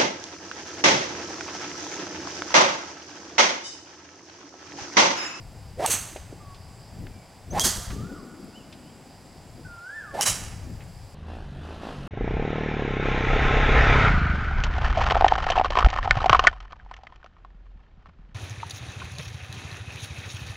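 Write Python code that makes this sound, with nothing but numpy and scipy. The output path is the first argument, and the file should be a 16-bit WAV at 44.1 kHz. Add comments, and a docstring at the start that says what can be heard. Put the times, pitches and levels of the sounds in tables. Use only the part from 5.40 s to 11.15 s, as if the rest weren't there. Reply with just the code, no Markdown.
"""Three golf drives beside a wood

Close to the stereo microphone each club whooshes up in pitch, cracks against the ball and rings:
a gliding tone with noise bands, a noise burst and narrow resonances. Farther off, the tree line
throws crack and ring back as delayed noise. Birds whistle with gliding sines, small knocks sound
around the tee, and behind lie insects and distant open air as shaped noise. A breeze buffets the
microphone, whose limiter ducks at each hit."""
import sys
import numpy as np
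from scipy import signal
from scipy.fft import rfft, irfft
from scipy.io import wavfile
from scipy.ndimage import uniform_filter1d, minimum_filter1d

SR = 44100
rng = np.random.default_rng(int(sys.argv[2]) if len(sys.argv) > 2 else 0)


def digitize_waveform(pressure):
    """Quantize a signal to 16-bit integers and store it at the path in sys.argv[1].

    Rows of a 2-D input are taken as channels; values are limited to [-1, 1].
    """
    field = np.atleast_2d(pressure).T
    bounded = np.clip(field, -1, 1)
    quanta = np.round(bounded * 32767).astype(np.int16)
    wavfile.write(sys.argv[1], SR, quanta)


N = 253384
T = np.arange(N) / SR

# All levels are those ahead of the microphone's limiter.
# drives: (impact time [s], whistle pitch at impact [Hz], whoosh level [dB], early swell level [dB],
# swell lead [s], crack level [dB], nearby scatter level [dB], tree echo level [dB], echo delay [s],
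# echo rise [s], tail level [dB], top octave boost [dB], hollow of the head [Hz])
DRIVES = [(0.4610, 862.3, -21, -28, 0.058, -5.5, -20, -23, 0.043, 0.012, -28.5, 5.5, 5120),
          (2.1954, 936, -22, -34.5, 0.054, -6, -14.5, -20, 0.046, 0.0076, -24, 2.5, 2440),
          (4.8098, 865, -24.5, -31.5, 0.058, -4.5, -12.5, -21, 0.048, 0.0064, -27, -1, 3900)]
# ringing modes, one list per club head: (frequency [Hz], level [dB], t60 [s])
HEAD_MODES = [
    [(2760, -26, 0.1), (6280, -10.5, 0.021), (8080, -13, 0.048), (8640, -15, 0.049)],
    [(3266, -21, 0.59), (4440, -18, 0.037), (4870, -17.5, 0.051), (6350, -14.5, 0.084), (7640, -32, 0.087)],
    [(2990, -20.5, 0.13), (3920, -17, 0.049), (5570, -17, 0.083), (7200, -24, 0.046), (7850, -21, 0.044),
     (10400, -19, 0.042)],
]
# colour of the crack: (frequency [Hz], relative level [dB])
CRACK_COLOUR = [(100, -31), (350, -9), (800, -4), (1500, -4), (2400, -3.5), (3700, -5), (5000, -2),
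                (6500, 2), (8000, 0.5), (10000, -3), (13000, -11.5), (16000, -22.5)]
# dying away among the trees: (frequency [Hz], t60 [s])
WOOD_DECAY = [(300, 1.0), (2000, 1.0), (7000, 0.68), (14000, 0.58)]
# the echoes lean to the right over most of the range: (frequency [Hz], left over right [dB])
ECHO_BALANCE = [(300, 2), (750, -6), (2000, -3.5), (6000, -3), (12000, -2.5)]
# colour of the turbulence behind the club: (frequency [Hz], relative level [dB])
WAKE_COLOUR = [(60, -40), (300, -20), (900, -9.5), (1700, 1), (3000, -8), (6000, -12), (10000, -16.5),
               (16000, -29)]
# small knocks and scuffs around the tee:
# (time [s], level [dB], centre [Hz], spread [octaves], t60 [s])
TEE_KNOCKS = [(0.76, -30.5, 470, 0.64, 0.048), (0.762, -40.5, 2400, 0.74, 0.054),
              (0.922, -34, 327, 0.55, 0.061), (1.144, -50, 3530, .6, 0.11),
              (1.667, -38.5, 1820, 0.73, 0.031), (2.503, -38, 1090, 1.2, 0.1), (3.043, -52, 8000, .6, 0.03),
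              (3.325, -42.5, 3040, 0.56, 0.075), (5.405, -48.5, 1900, 0.6, 0.13),
              (5.437, -56, 7000, 0.65, .05)]
# the long bird whistle sags, swoops up and falls away: (time [s], pitch [Hz], level [dB])
WHISTLE_TUNE = [(4.25, 1513, -41), (4.304, 1417, -48), (4.394, 1375, -44.5), (4.45, 1435, -44),
                (4.558, 1778, -39), (4.6, 1761, -38.5), (4.656, 1344, -44.5), (4.716, 1108, -54.5),
                (4.745, 1080, -51)]
# each time it is sung, perhaps broken off:
# (start [s], length [s], pitch factor [1], level over the tune [dB], extra echo [dB])
WHISTLE_CALLS = [(0.995, 0.16, 0.805, -8, 0), (2.381, 0.46, 0.832, -12.5, 6), (4.247, 0.51, 1, 0.5, 1)]
# short calls of smaller birds:
# (start [s], length [s], first pitch [Hz], middle pitch [Hz], last pitch [Hz], level [dB])
CHIRP_CALLS = [(1.698, 0.15, 2450, 2310, 2250, -66), (2.103, 0.023, 5800, 6220, 6600, -44.5),
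               (3.127, 0.1, 2350, 3020, 2400, -53.5), (3.438, 0.084, 2600, 3050, 3270, -62)]
# breeze on the microphone, before fixed trims: (time [s], rumble level [dB], flutter level [dB])
BREEZE_LEVELS = [(0.0, -42.5, -54.5), (0.35, -45, -60.5), (0.45, -46.5, -41), (0.67, -45.5, -56),
                 (1.49, -48, -58.5), (1.62, -37, -41.5), (1.87, -57, -61), (2.05, -49.5, -59),
                 (2.14, -33, -36.5), (2.27, -35, -38), (2.34, -45, -61), (2.38, -35, -40.5),
                 (2.45, -49, -66), (2.5, -27, -45), (2.58, -37, -39), (2.9, -57, -43.5),
                 (3.84, -56.5, -54.5), (4.27, -45, -49), (4.48, -64, -68), (4.75, -44, -54),
                 (4.82, -60, -42), (4.9, -38.5, -46), (5.1, -40.5, -54.5), (5.3, -39, -45),
                 (5.39, -39, -55), (5.75, -47.5, -61.5)]
# colour of the large eddies: (frequency [Hz], relative level [dB])
RUMBLE_COLOUR = [(15, -17), (30, 0), (55, -0.5), (100, 3), (130, -2), (200, -44), (400, -49.5)]
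# colour of the small eddies: (frequency [Hz], relative level [dB])
FLUTTER_COLOUR = [(120, -38), (200, 0.5), (270, 2), (380, -5), (520, -11), (900, -34), (1600, -45)]
# colour of the distant open air: (frequency [Hz], relative level [dB])
AIR_COLOUR = [(25, -52), (90, 2), (250, -3), (450, -0.5), (780, 3.5), (1200, -6.5), (2300, -9), (3600, -14),
              (6000, -16.5), (9000, -18.5), (11000, -20.5), (13500, -28), (16000, -27)]
# the open air comes more from all sides in the high treble: (frequency [Hz], side over mid [1])
AIR_SPREAD = [(500, 0.19), (2500, 0.088), (7000, 0.48), (11000, 0.98)]
# insect chorus: (centre [Hz], nominal width before narrowing [Hz], mean level [dB])
INSECT_BANDS = [(4883, 470, -62.5), (7400, 330, -69), (7920, 200, -71), (9740, 130, -79.5)]

# the downswing gains speed steadily up to the ball, and is heard for its last moments only
RUN_UP_S, HEARD_S, ONSET_S, LOUDNESS_POWER = 0.18, 0.084, 0.011, 4.03
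# the shaft sweeps past a little before the head and gives an early swell
SWELL_WIDTH_S = 0.012
# past the ball the club slows and gives one softer, lower puff
SLOWING_S, FOLLOW_DB, FOLLOW_LAG_S, FOLLOW_WIDTH_S = 0.05, -11, 0.023, 0.019


def from_db(db):
    """Decibels to gain."""
    return 10 ** (np.asarray(db) / 20)


def rms_one(x):
    """Scale to unit power."""
    return x / np.sqrt(np.mean(x ** 2) + 1e-20)


def at_hz(points, hz):
    """Read a table on a log-frequency axis."""
    known_hz, values = np.transpose(points)
    return np.interp(np.log(hz + 1), np.log(known_hz), values)


def pan(db):
    """Left and right gains for a left-over-right difference."""
    return from_db(np.array([[.5], [-.5]]) * db)


def noise(gain_at, size, width):
    """Stereo noise of a given gain over frequency; width is side over mid, one or one per frequency."""
    hz = np.fft.rfftfreq(size, 1 / SR)
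    mid, side = rfft(rng.standard_normal((2, size))) * gain_at(hz)
    left_right = mid + width * side * np.array([[1], [-1]])
    return rms_one(irfft(left_right, size))


def coloured(points, size, width):
    """Stereo noise that follows a spectrum table."""
    return noise(lambda hz: from_db(at_hz(points, hz)), size, width)


def drift(rate_hz, size):
    """Slow chance with unit power."""
    return noise(lambda hz: np.exp(-(hz / rate_hz) ** 2), size, 0)[0]


def fade(t, t60):
    """Exponential decay that begins at t = 0."""
    return (t >= 0) * from_db(-60 * np.maximum(t, 0) / t60)


def step(t, rise):
    """Smooth rise from 0 to 1 around t = 0."""
    return .5 + .5 * np.tanh(t / rise)


def swell(t, width):
    """Bell-shaped rise and fall around t = 0."""
    return np.exp(-(t / width) ** 2)


def add(out, s, sound):
    """Mix a sound in at time s."""
    at = round(s * SR)
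    out[:, at:at + sound.shape[-1]] += sound[..., :N - at]


def drive(modes, crack_db, near_db, echo_db, delay, rise, tail_db, top_db, hollow_hz,
          mode_width_hz=125, club_pan_db=-1.5):
    """Crack and ring of the head, scattered first by ground and bags, then by tree line and wood."""
    t, hz = np.arange(SR) / SR, np.fft.rfftfreq(SR, 1 / SR)
    direct = from_db(crack_db) * fade(t, 0.014) * step(t - .0005, 0.00044)
    near = step(t - .009, 0.0063) * step(.036 - t, 0.0083)
    arrival = step(t - delay, rise)
    trees = from_db(echo_db) * arrival * swell(t - delay, 0.051)

    def tail(t60):
        return from_db(tail_db) * arrival * fade(np.abs(t - delay), t60)

    hollow_db = -9 * swell(hz - hollow_hz, 420)
    top_octave_db = top_db * step(hz - 11500, 1500)
    colour = from_db(at_hz(CRACK_COLOUR, hz) + top_octave_db + hollow_db)
    # single objects and trunks return separate small echoes
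    grain_db = 1.0 * drift(260, SR)
    nearby = from_db(near_db + grain_db) * near * fade(t, 0.18)
    out = noise(lambda _: colour, SR, 0.12) * np.hypot(direct, nearby) * pan(club_pan_db)

    returning = rfft(noise(lambda _: colour, SR, 0.11)) * pan(at_hz(ECHO_BALANCE, hz))
    decay_hz, decay_t60 = np.transpose(WOOD_DECAY)
    # overlapping bands, each dying away at its own rate
    for share, t60 in zip(np.eye(len(decay_t60)), decay_t60):
        band = irfft(returning * at_hz(np.c_[decay_hz, share], hz), SR)
        flicker = from_db(grain_db + 1.0 * drift(28, SR))
        out = out + band * flicker * np.hypot(trees, tail(t60))

    for mode_hz, db, t60 in modes:
        # many paths blur each mode into a narrow band of fairly even strength
        ring = noise(lambda hz: 1 / (1 + ((hz - mode_hz) / mode_width_hz) ** 4), SR, 0.093)
        envelope = np.abs(signal.hilbert(ring.mean(axis=0)))
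        ring = rms_one(ring / envelope ** .5)
        close = (0.55 * fade(t, 0.03) + near) * fade(t, t60) * pan(club_pan_db)
        far = from_db(2.5) * (trees + tail(0.7)) * pan(at_hz(ECHO_BALANCE, mode_hz))
        out = out + from_db(db) * ring * (close + far)
    return out


def whoosh(top_hz, top_db, swell_db, swell_lead_s, flutter_hz=130, unsteady=0.88,
           shaft_share=0.41, head_share=0.38, wake_db=-10, wake_growth=1.25):
    """Vortices leave the club at a pitch that follows its speed; the wake hisses more with speed."""
    t = np.arange(SR) / SR - RUN_UP_S   # time from impact
    speed = np.minimum(1 + t / RUN_UP_S, np.exp(-t / SLOWING_S)).clip(0, 1)
    heard = step(t + HEARD_S, ONSET_S) * step(-t, 0.001)
    downswing = from_db(top_db) * speed ** LOUDNESS_POWER * heard
    early = from_db(swell_db) * swell(t + swell_lead_s, SWELL_WIDTH_S)
    follow_through = from_db(top_db + FOLLOW_DB) * swell(t - FOLLOW_LAG_S, FOLLOW_WIDTH_S)
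    phase = 2 * np.pi * np.cumsum(top_hz * speed) / SR

    def band(turn, width_hz):
        return np.cos(turn) * drift(width_hz, SR) + np.sin(turn) * drift(width_hz, SR)

    # the shedding is regular only while the club still gains speed
    tone = np.cos(phase) * step(-t, 0.016) + unsteady * band(phase, flutter_hz)
    # the slow inner shaft sheds a lower band, the fast tip a higher one
    shaft = shaft_share * band(.72 * phase, 340)
    tip = head_share * band(1.2 * phase, 274)
    whistle = rms_one(tone + shaft + tip)
    wake_gain = from_db(wake_db + 2.0 * drift(53, SR)) * speed ** wake_growth
    wake = wake_gain * coloured(WAKE_COLOUR, SR, 0.039)
    return (np.hypot(downswing, early) + follow_through) * (whistle + wake) * pan(-1.8)


def knock(db, centre_hz, spread, t60):
    """A short, dull or bright burst: noise around one frequency, dying away exponentially."""
    t = np.arange(SR) / SR
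    burst = noise(lambda hz: np.exp(-.5 * (np.log2((hz + 1) / centre_hz) / spread) ** 2), SR, 0.1)
    return from_db(db) * burst * fade(t, t60) * step(t - .001, 0.00025)


def calls(glide_s=0.027, edge_s=0.021):
    """Bird calls as (start, pitch, loudness, extra echo): whistles share a tune, chirps follow a curve."""
    tune_s, tune_hz, tune_db = np.transpose(WHISTLE_TUNE)
    tune_s = tune_s - tune_s[0]
    for s, length, factor, db, echo_db in WHISTLE_CALLS:
        t = np.arange(int(length * SR)) / SR
        hz = uniform_filter1d(np.interp(t, tune_s, tune_hz), size=int(glide_s * SR))
        edges = np.tanh(np.minimum(t, length - t) / edge_s)
        yield s, factor * hz, from_db(db + np.interp(t, tune_s, tune_db)) * edges, echo_db
    for s, length, *arch_hz, db in CHIRP_CALLS:
        along = np.linspace(0, 1, int(length * SR))
        hz = np.polyval(np.polyfit([0, .5, 1], arch_hz, 2), along)
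        yield s, hz, from_db(db) * np.sin(np.pi * along), 0


def birds(overtone_db=-33, wood_db=-7, wood_t60=2.0, branches_db=-6, quaver=0.0042, tremble_db=2.0):
    """Nearly pure gliding whistles; echoes from branches and wood beat against the moving pitch."""
    song, into_wood = np.zeros((2, 1, N))
    for s, hz, level, echo_db in calls():
        wobble = 1 + quaver * drift(51, SR)[:len(hz)]
        tremble = from_db(tremble_db * drift(50, SR)[:len(hz)])
        phase = 2 * np.pi * np.cumsum(wobble * hz) / SR
        overtones = sum(np.sin(k * phase) for k in range(2, 6))
        voice = np.sin(phase) + from_db(overtone_db) * overtones
        call = np.sqrt(2) * level * tremble * voice   # levels count as RMS
        add(song, s, call)
        add(into_wood, s, from_db(echo_db) * call)
    t = np.arange(SR) / SR

    def scatter(start, t60):
        return rms_one(noise(np.ones_like, SR, 0.06) * fade(t - start, t60)) / np.sqrt(SR)

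    branches = from_db(branches_db) * scatter(0.0095, 0.05)
    wood = from_db(wood_db) * scatter(0.044, wood_t60)
    echoes = signal.fftconvolve(into_wood, branches + wood, axes=1)[:, :N]
    return (song + echoes) * pan(-0.84)


def breeze(middle_db=-2.5, pan_db=3.5):
    """Eddies on the microphone: large ones rumble, small ones flutter, sizes between follow both."""
    s, *levels = np.transpose(BREEZE_LEVELS)
    rumble_db, flutter_db = (np.interp(T, s, db) for db in levels)
    rumble = from_db(rumble_db + 0.5) * coloured(RUMBLE_COLOUR, N, 0.061)
    middle_gain = from_db((rumble_db + flutter_db) / 2 + middle_db + 2.5 * drift(42, N))
    middle = middle_gain * noise(lambda hz: swell(hz - 160, 50), N, 0.22)
    flutter_gain = from_db(flutter_db - 2.5 + 3.02 * drift(32, N))
    flutter = flutter_gain * coloured(FLUTTER_COLOUR, N, 0.044)
    return (rumble + middle + flutter) * pan(pan_db)


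def countryside(air_db=-52.5, pan_db=-1):
    """Far, even hush of coloured noise with the shrill, slowly wavering bands of insects."""
    width = at_hz(AIR_SPREAD, np.fft.rfftfreq(N, 1 / SR))
    out = from_db(air_db) * coloured(AIR_COLOUR, N, width)
    for centre_hz, width_hz, db in INSECT_BANDS:
        band = noise(lambda hz: 1 / (1 + ((hz - centre_hz) / (0.74 * width_hz)) ** 2), N, 0.064)
        out = out + from_db(db + 1.5 * drift(6.0, N)) * band
    return out * pan(pan_db)


def scene():
    """Swings, hits and knocks over the birds, the breeze and the open air."""
    out = countryside() + breeze() + birds()
    for (s, top_hz, top_db, swell_db, swell_lead_s, *hit), modes in zip(DRIVES, HEAD_MODES):
        add(out, s - RUN_UP_S, whoosh(top_hz, top_db, swell_db, swell_lead_s))
        add(out, s, drive(modes, *hit))
    for s, *shape in TEE_KNOCKS:
        add(out, s, knock(*shape))
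    return out


def limiter(x, ceiling_db=-16.5, release_db_per_s=170):
    """Looks a few milliseconds ahead, ducks and recovers steadily."""
    power = np.maximum(uniform_filter1d(np.mean(x ** 2, axis=0), size=90), 1e-12)
    over_db = np.maximum(10 * np.log10(power) - ceiling_db, 0)
    recovery_db = release_db_per_s * T
    held_db = np.maximum.accumulate(over_db + recovery_db) - recovery_db
    # the centred windows begin each duck ahead of its hit
    ducking_db = uniform_filter1d(minimum_filter1d(-held_db, size=300), size=100)
    return x * from_db(ducking_db)


def record(dry, cutoff_hz=15900):
    """The microphone's limiter, then a steep low-pass cuts the top."""
    low_pass = signal.ellip(12, .1, 80, cutoff_hz, fs=SR, output="sos")
    return signal.sosfilt(low_pass, limiter(dry))


dry = scene()
out = record(dry)
digitize_waveform(out)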